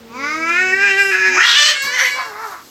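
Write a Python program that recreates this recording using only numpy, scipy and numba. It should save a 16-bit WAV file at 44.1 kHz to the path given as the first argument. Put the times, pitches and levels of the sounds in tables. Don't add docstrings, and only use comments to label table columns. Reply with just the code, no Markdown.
import sys
import numpy as np
from scipy import signal
from scipy.fft import rfft, irfft, next_fast_len
from scipy.io import wavfile
from scipy.ndimage import uniform_filter1d, minimum_filter1d
from numba import njit

SR = 44100
rng = np.random.default_rng(int(sys.argv[2]) if len(sys.argv) > 2 else 0)


def master_out(mix):
    frames = np.transpose(np.atleast_2d(mix))
    ceiling = np.clip(frames, -1, 1)
    pcm = np.round(ceiling * 32767).astype(np.int16)
    wavfile.write(sys.argv[1], SR, pcm)


def volts_from_decibels(level):
    exponent = np.asarray(level, float) / 20
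    return 10 ** exponent


N = 119070


def unit(x):
    return x / np.sqrt(np.mean(x ** 2) + 1e-20)


def curve(rows):
    rows = np.array(rows, float)
    return [np.interp(np.arange(N) / SR, rows[:, 0], column) for column in rows[:, 1:].T]


def walk(rate):
    hold = int(SR / rate)
    steps = np.repeat(rng.standard_normal(N // hold + 1), hold)
    smooth = uniform_filter1d(uniform_filter1d(steps, hold), hold)
    return unit(smooth[:N])


@njit
def moving_bandpass(x, hz, width):
    y, b, l = np.empty(len(x)), 0., 0.
    for i in range(len(x)):
        g, k = np.tan(np.pi * hz[i] / SR), width / hz[i]
        v = (b + g * (x[i] - l)) / (1 + g * (g + k))
        b, l, y[i] = 2 * v - b, l + 2 * g * v, k * v
    return y


def band(x, hz, width):
    hz = np.clip(hz * np.ones(len(x)), 20, .44 * SR)
    once = moving_bandpass(x + 1e-18, hz, 1. * width)
    return moving_bandpass(once, hz, 1. 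* width)


def vocal_folds(hz, rough, double):
    jitter, shimmer_db, second_doubling = .022, 5, .3
    turns = np.cumsum(hz * (1 + jitter * rough * walk(250))) / SR
    half = np.pi * turns
    count = np.floor(16000 / hz.max())
    pulses = (np.sin((2 * count + 1) * half) / (np.sin(half) + 1e-9) - 1) / np.sqrt(2 * count)
    pulses = np.clip(pulses, -count, count)
    pairs = 1 + double * (np.cos(half) + second_doubling * np.cos(half / 2))
    pulses = pulses * pairs / np.sqrt(1 + double ** 2)
    size = volts_from_decibels(shimmer_db * rough * rng.standard_normal(N // 20)[(turns + .5).astype(int)])
    breath = rng.standard_normal(N) * (1 + .6 * np.cos(2 * half))
    return np.sqrt(1 - rough) * pulses * size + rough * breath, breath


def chest_tone(hz, level_db, rough, double):
    phase = 2 * np.pi * np.cumsum(hz) / SR
    octave_db = -10.5 * (hz / 400) ** 2 - 9.4 * double
    tone = np.sqrt(2) * (np.sin(phase) + volts_from_decibels(octave_db) * np.sin(2 * phase))
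    return tone * volts_from_decibels(level_db + 1.6 * (1 + rough) * walk(25.12))


MOUTH_WIDTHS = {"yowl": 367, "moan": 74, "whoop": 185, "scream": 920, "squeal": 735, "snarl": 780, "growl":
                890}


def voice(name, rows, grit, throat, lips=None, lips_width_hz=500.):
    hz, level_db, mouth_hz, chest_db = curve(rows)
    rough, double = curve(grit)
    double = double * np.clip(1 + .35 * walk(60), 0, 2)
    hz = uniform_filter1d(hz, size=900) * (1 + .003 * walk(24.957))
    source, breath = vocal_folds(hz, rough, double)
    out = band(source, mouth_hz, MOUTH_WIDTHS[name])
    patchy_db, haze = 3, .22
    lips_hz, lips_db, top_db = curve(lips) if lips else (2500, -90, 0)
    out = out - volts_from_decibels(lips_db + patchy_db * walk(11.95)) * band(source, lips_hz, lips_width_hz)
    stretch = (hz / hz.max()) ** .2
    for k, (f, width, throat_db) in enumerate(throat):
        airy = source + haze * (f > 3500) * breath
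        gain = volts_from_decibels(throat_db + top_db + patchy_db * walk(12))
        out = out - (-1) ** k * gain * band(airy, f * stretch, width)
    t = np.arange(N) / SR
    on = uniform_filter1d(1. * ((t >= rows[0][0]) & (t <= rows[-1][0])), size=600)
    chest = chest_tone(hz, chest_db, rough, double)
    return on * (unit(out) * volts_from_decibels(level_db + 1.6 * walk(22.47)) + chest)


# f/Hz, width/Hz, level/dB against the mouth
YOWL_PATH = [(.05, 205.3, -77, 1100, -80), (.1, 224.9, -43.5, 1100, -41), (.144, 243.3, -34.5, 1050, -37),
             (.194, 269.7, -30, 1195, -36.5), (.28, 297.2, -24, 1355, -37), (.348, 314.3, -22, 1320, -36),
             (.444, 326.3, -26, 1400, -33.5), (.5, 338.8, -17.5, 1490, -39),
             (.512, 344.8, -21, 1518, -34.5), (.57, 355.8, -18.5, 1580, -38.5),
             (.618, 374.2, -17, 1720, -31), (.702, 372.3, -13, 1846, -33), (.74, 382.4, -16.5, 1753, -28),
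             (.81, 394, -14, 1650, -33.5), (.842, 405.4, -16, 1650, -31),
             (.908, 389.4, -16, 1686, -31), (0.966, 387.9, -18, 1694, -27), (.995, 399.2, -14, 1700, -32),
              (1.052, 391.5, -17, 1644, -31.5), (1.105, 394.1, -16.5, 1643, -27.5),
              (1.127, 374.5, -14, 1720, -31), (1.16, 374.7, -14.5, 1650, -29.5),
              (1.23, 375.6, -19, 1700, -28), (1.27, 376.6, -14.5, 1735, -28),
              (1.331, 366.5, -19, 1650, -29.5), (1.391, 371.3, -16, 1810, -25),
              (1.432, 371.3, -18, 1720, -65)]
YOWL_ROUGHNESS = [(.05, .16, 0), (.3, .09, 0), (.6, .08, 0), (.64, .05, 0), (.82, .07, .05), (.86, .1, .55),
                  (.91, .06, .05), (1.11, .04, 0), (1.125, .42, 1.6), (1.21, .33, 2), (1.25, .22, 2.4),
                  (1.3, .25, 2.2), (1.34, .5, 1.5)]
YOWL_RESONANCES = [(900, 330, -21.5), (4030, 1040, -28), (5220, 680, -19.5), (6410, 1140, -25),
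                   (7630, 1170, -32), (11230, 9200, -45.5)]
# t/s, f/Hz, level/dB against the mouth, level/dB added to the upper throat
PARTING_LIPS = [(.12, 2460, -5, 4.5), (.22, 2120, -2.5, -2), (.45, 2238, -0.5, 1), (.68, 2460, -7.5, -7.5),
                (1.0, 2536, -3, -1.5), (1.1, 2500, -1, -1), (1.14, 2480, -6, -3), (1.35, 2410, -3.5, 4)]


def yowl():
    return voice("yowl", YOWL_PATH, YOWL_ROUGHNESS, YOWL_RESONANCES, PARTING_LIPS, 437)


MOAN_PATH = [
    (0, 226.9, -48, 470, -46),
    (.28, 232, -41.5, 470.8, -45),
    (.5, 249.8, -43.5, 507, -45.5),
    (.9, 235.3, -44, 475, -45.5),
    (.95, 230, -68, 458, -63),
]
MOAN_ROUGHNESS = [(0, .15, 0)]
MOAN_RESONANCES = [(927, 130, -18)]


def moan():
    return voice("moan", MOAN_PATH, MOAN_ROUGHNESS, MOAN_RESONANCES)


SCREAM_PATH = [(1.27, 231.5, -63.5, 900, -40), (1.37, 296.8, -22.5, 1117, -43.5),
               (1.41, 408.7, -15, 1800, -40), (1.445, 466.1, -16, 1620, -47), (1.5, 472.2, -14, 1650, -62),
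               (1.548, 466, -20, 1580, -43), (1.56, 594, -12.5, 1700, -60), (1.6, 584.3, -12.5, 1700, -33),
               (1.635, 592.7, -5.5, 1740, -22), (1.69, 634, -15.5, 1880, -42),
               (1.725, 589, -27.5, 1756, -36), (1.78, 587, -27, 1540, -102)]
SCREAM_ROUGHNESS = [(1.4, .75, .5), (1.45, .55, .5), (1.545, .6, .6), (1.565, .22, .15), (1.62, .3, .2),
                    (1.7, .55, .3)]
SCREAM_RESONANCES = [(1100, 870, -17), (2500, 280, -9), (4170, 1160, -6.5), (6040, 1980, -9),
                     (8030, 1040, -15.5), (11800, 13000, -29.5)]
# t/s, f/Hz, level/dB against the mouth, level/dB added to the upper throat
BARED_TEETH = [(1.37, 2360, -29, -25), (1.421, 2930, -0.5, -10.5), (1.5, 3580, 4, -5.5),
               (1.57, 3130, 2, -5.5), (1.66, 3280, -2, 4), (1.72, 3159, 2.5, -4.5), (1.76, 3150, -2, -8)]


def scream():
    return voice("scream", SCREAM_PATH, SCREAM_ROUGHNESS, SCREAM_RESONANCES, BARED_TEETH, 1140)


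WHOOP_PATH = [
    (1.365, 268.4, -35, 1070, -88),
    (1.39, 343.7, -11, 1370, -90),
    (1.415, 473.6, -18, 1890, -93),
    (1.44, 508, -19, 1990, -102),
]
WHOOP_ROUGHNESS = [(1.4, .3, .3)]


def whoop():
    return voice("whoop", WHOOP_PATH, WHOOP_ROUGHNESS, [])


SQUEAL_PATH = [(1.68, 529, -35.5, 1900, -38), (1.768, 546, -28, 1985, -58), (1.83, 549.7, -26, 1917, -59),
               (1.86, 559.6, -22, 1880, -46), (1.94, 584.4, -29, 1740, -47), (1.98, 573, -28, 1710, -51),
               (2.044, 556, -22.5, 1960, -54), (2.162, 569.6, -27, 2000, -57),
               (2.24, 556.3, -27.5, 1790, -51), (2.28, 545, -36, 1620, -46), (2.31, 537, -35, 1556, -61)]
SQUEAL_ROUGHNESS = [(1.8, .13, 0), (1.93, .2, .05), (2.12, .15, 0), (2.25, .3, 0)]
SQUEAL_RESONANCES = [(2880, 1930, -21.5), (4327, 780, -8), (5600, 1500, -20), (7650, 1700, -20.5),
                     (13000, 1300, -51)]


def squeal():
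    return voice("squeal", SQUEAL_PATH, SQUEAL_ROUGHNESS, SQUEAL_RESONANCES)


SNARL_PATH = [(1.81, 537.6, -52, 1100, -45), (1.84, 552.4, -25.5, 1120, -36.5),
              (1.868, 556, -24.5, 1100, -44), (1.885, 488, -41, 1100, -41), (1.92, 489.2, -26, 1920, -42),
              (1.95, 517, -19.5, 2010, -41.5), (1.97, 501.4, -28.5, 1920, -46),
              (2.0, 471.5, -16, 1880, -53), (2.025, 549, -19.5, 1840, -38), (2.06, 494, -15, 2040, -44.5),
              (2.1, 501.3, -28, 2140, -46), (2.14, 465, -48, 1813, -46)]
SNARL_ROUGHNESS = [(1.8, .2, 0), (1.95, .3, .1), (1.98, .65, .7), (2.05, .45, .5), (2.1, .6, .5)]
SNARL_RESONANCES = [(900, 500, -19.5), (2920, 610, -11.5), (4510, 330, -15), (6030, 930, -11),
                    (12300, 4900, -38)]


def snarl():
    return voice("snarl", SNARL_PATH, SNARL_ROUGHNESS, SNARL_RESONANCES)


GROWL_PATH = [(2.13, 503.3, -42.5, 1100, -43), (2.198, 532, -21.5, 1100, -38.5),
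              (2.24, 465, -33.5, 1078, -39.5), (2.34, 408.6, -35.5, 1000, -42),
              (2.41, 440, -30, 1100, -40.5), (2.43, 461, -24.5, 1100, -36.5),
              (2.49, 408.5, -31.5, 1030, -48), (2.55, 354, -31.5, 1140, -53), (2.61, 299, -41.5, 1220, -73)]
GROWL_ROUGHNESS = [(2.2, .55, .5)]
GROWL_RESONANCES = [(1650, 1120, -5), (2142, 230, -3.5), (4770, 3000, -26.5)]


def growl():
    return voice("growl", GROWL_PATH, GROWL_ROUGHNESS, GROWL_RESONANCES)


# t/s, level/dB, decay/s
SCUFFLE_BURSTS = [
    (1.45, -37, .08),
    (1.819, -26, 0.039),
    (1.97, -40, 0.37),
    (2.3, -54, 1),
]
# f/Hz, width/Hz, level/dB
RUSTLE_BANDS = [(5000, 6000, 5.5), (11550, 5900, 2.5)]


def scuffle():
    t, env = np.arange(N) / SR, np.zeros(N)
    for start, db, decay in SCUFFLE_BURSTS:
        age = np.maximum(t - start, 0) / decay
        env = env + volts_from_decibels(db) * np.exp(-age) * (1 - np.exp(-20 * age))
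    grains = rng.standard_normal(N) * volts_from_decibels(2.2 * rng.exponential(size=N) + 2 * walk(15))
    return env * unit(sum(volts_from_decibels(db) * band(grains, f, width) for f, width, db in RUSTLE_BANDS))


# t/s, f/Hz, level/dB
BODY_THUDS = [
    (1.83, 220, -41.5),
]


def thuds():
    t, out = np.arange(N) / SR, 0
    for start, hz, db in BODY_THUDS:
        age = np.maximum(t - start, 0) / .02
        out = out + volts_from_decibels(db) * age * np.exp(1 - age) * unit(band(rng.standard_normal(N), hz, 260.0))
    return out


def scatter(x):
    delays_ms, strength = np.array((.9, 1.7, 2.9, 4.3)), .5
    size = next_fast_len(N + SR // 4)
    lead = int(sum(delays_ms) * SR / 1000)
    late = np.exp(-2j * np.pi * np.arange(size // 2 + 1) / size * delays_ms[:, None] * SR / 1000)
    allpass = np.prod((late - strength) / (1 - strength * late), axis=0)
    return irfft(rfft(x, size) * allpass, size)[lead:N + lead]


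def echo(near):
    age = np.arange(SR // 2) / SR
    fade = volts_from_decibels(-60 * age / .22)
    tail = rng.standard_normal(len(age)) * fade * (age > .006)
    thin = signal.sosfilt(signal.butter(2, 600, "high", fs=SR, output="sos"), near)
    return volts_from_decibels(-4) * signal.fftconvolve(thin, tail / np.sqrt(np.sum(tail ** 2)))[:N]


# f/Hz, level/dB
AIR_COLOUR = [(60, -23), (450, -12.5), (700, -19.5), (1200, -20), (7000, -30), (9000, -52), (15500, -29.5)]


def yard():
    t, air, points = np.arange(N) / SR, 0, np.array(AIR_COLOUR)
    for hz in 40 * 2 ** np.arange(0, 8.7, .5):
        db = np.interp(np.log(hz), np.log(points[:, 0]), points[:, 1]) + 1.5 * walk(7)
        air = air + volts_from_decibels(db) * band(rng.standard_normal(N), hz, hz / 2)
    rumble = unit(band(rng.standard_normal(N), 82, 81.0)) * volts_from_decibels(-56.5 + 0.64 * walk(5))
    rumble = rumble * volts_from_decibels(-8 * (t > 1.42))
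    duck_db = -3 / (1 + np.exp((1.577 - t) / 0.021))
    return (unit(air) * volts_from_decibels(-45.5) + rumble) * volts_from_decibels(duck_db)


def scene():
    cats = yowl() + moan() + scream() + whoop() + squeal() + snarl() + growl()
    near = scatter(cats) + scuffle() + thuds()
    return (near + echo(near) + yard())[None]


def low_pass(x):
    return signal.sosfilt(signal.butter(12, 16850, fs=SR, output="sos"), x)


def record(dry):
    ceiling = .75
    dry = signal.sosfilt(signal.butter(2, 50, "high", fs=SR, output="sos"), dry)
    room = np.minimum(1, ceiling / (np.abs(dry) + 1e-9))
    gain = uniform_filter1d(minimum_filter1d(room, size=441), size=441)
    mix = dry * gain / ceiling * .92
    return low_pass(mix)


dry = scene()
out = record(dry)
master_out(out)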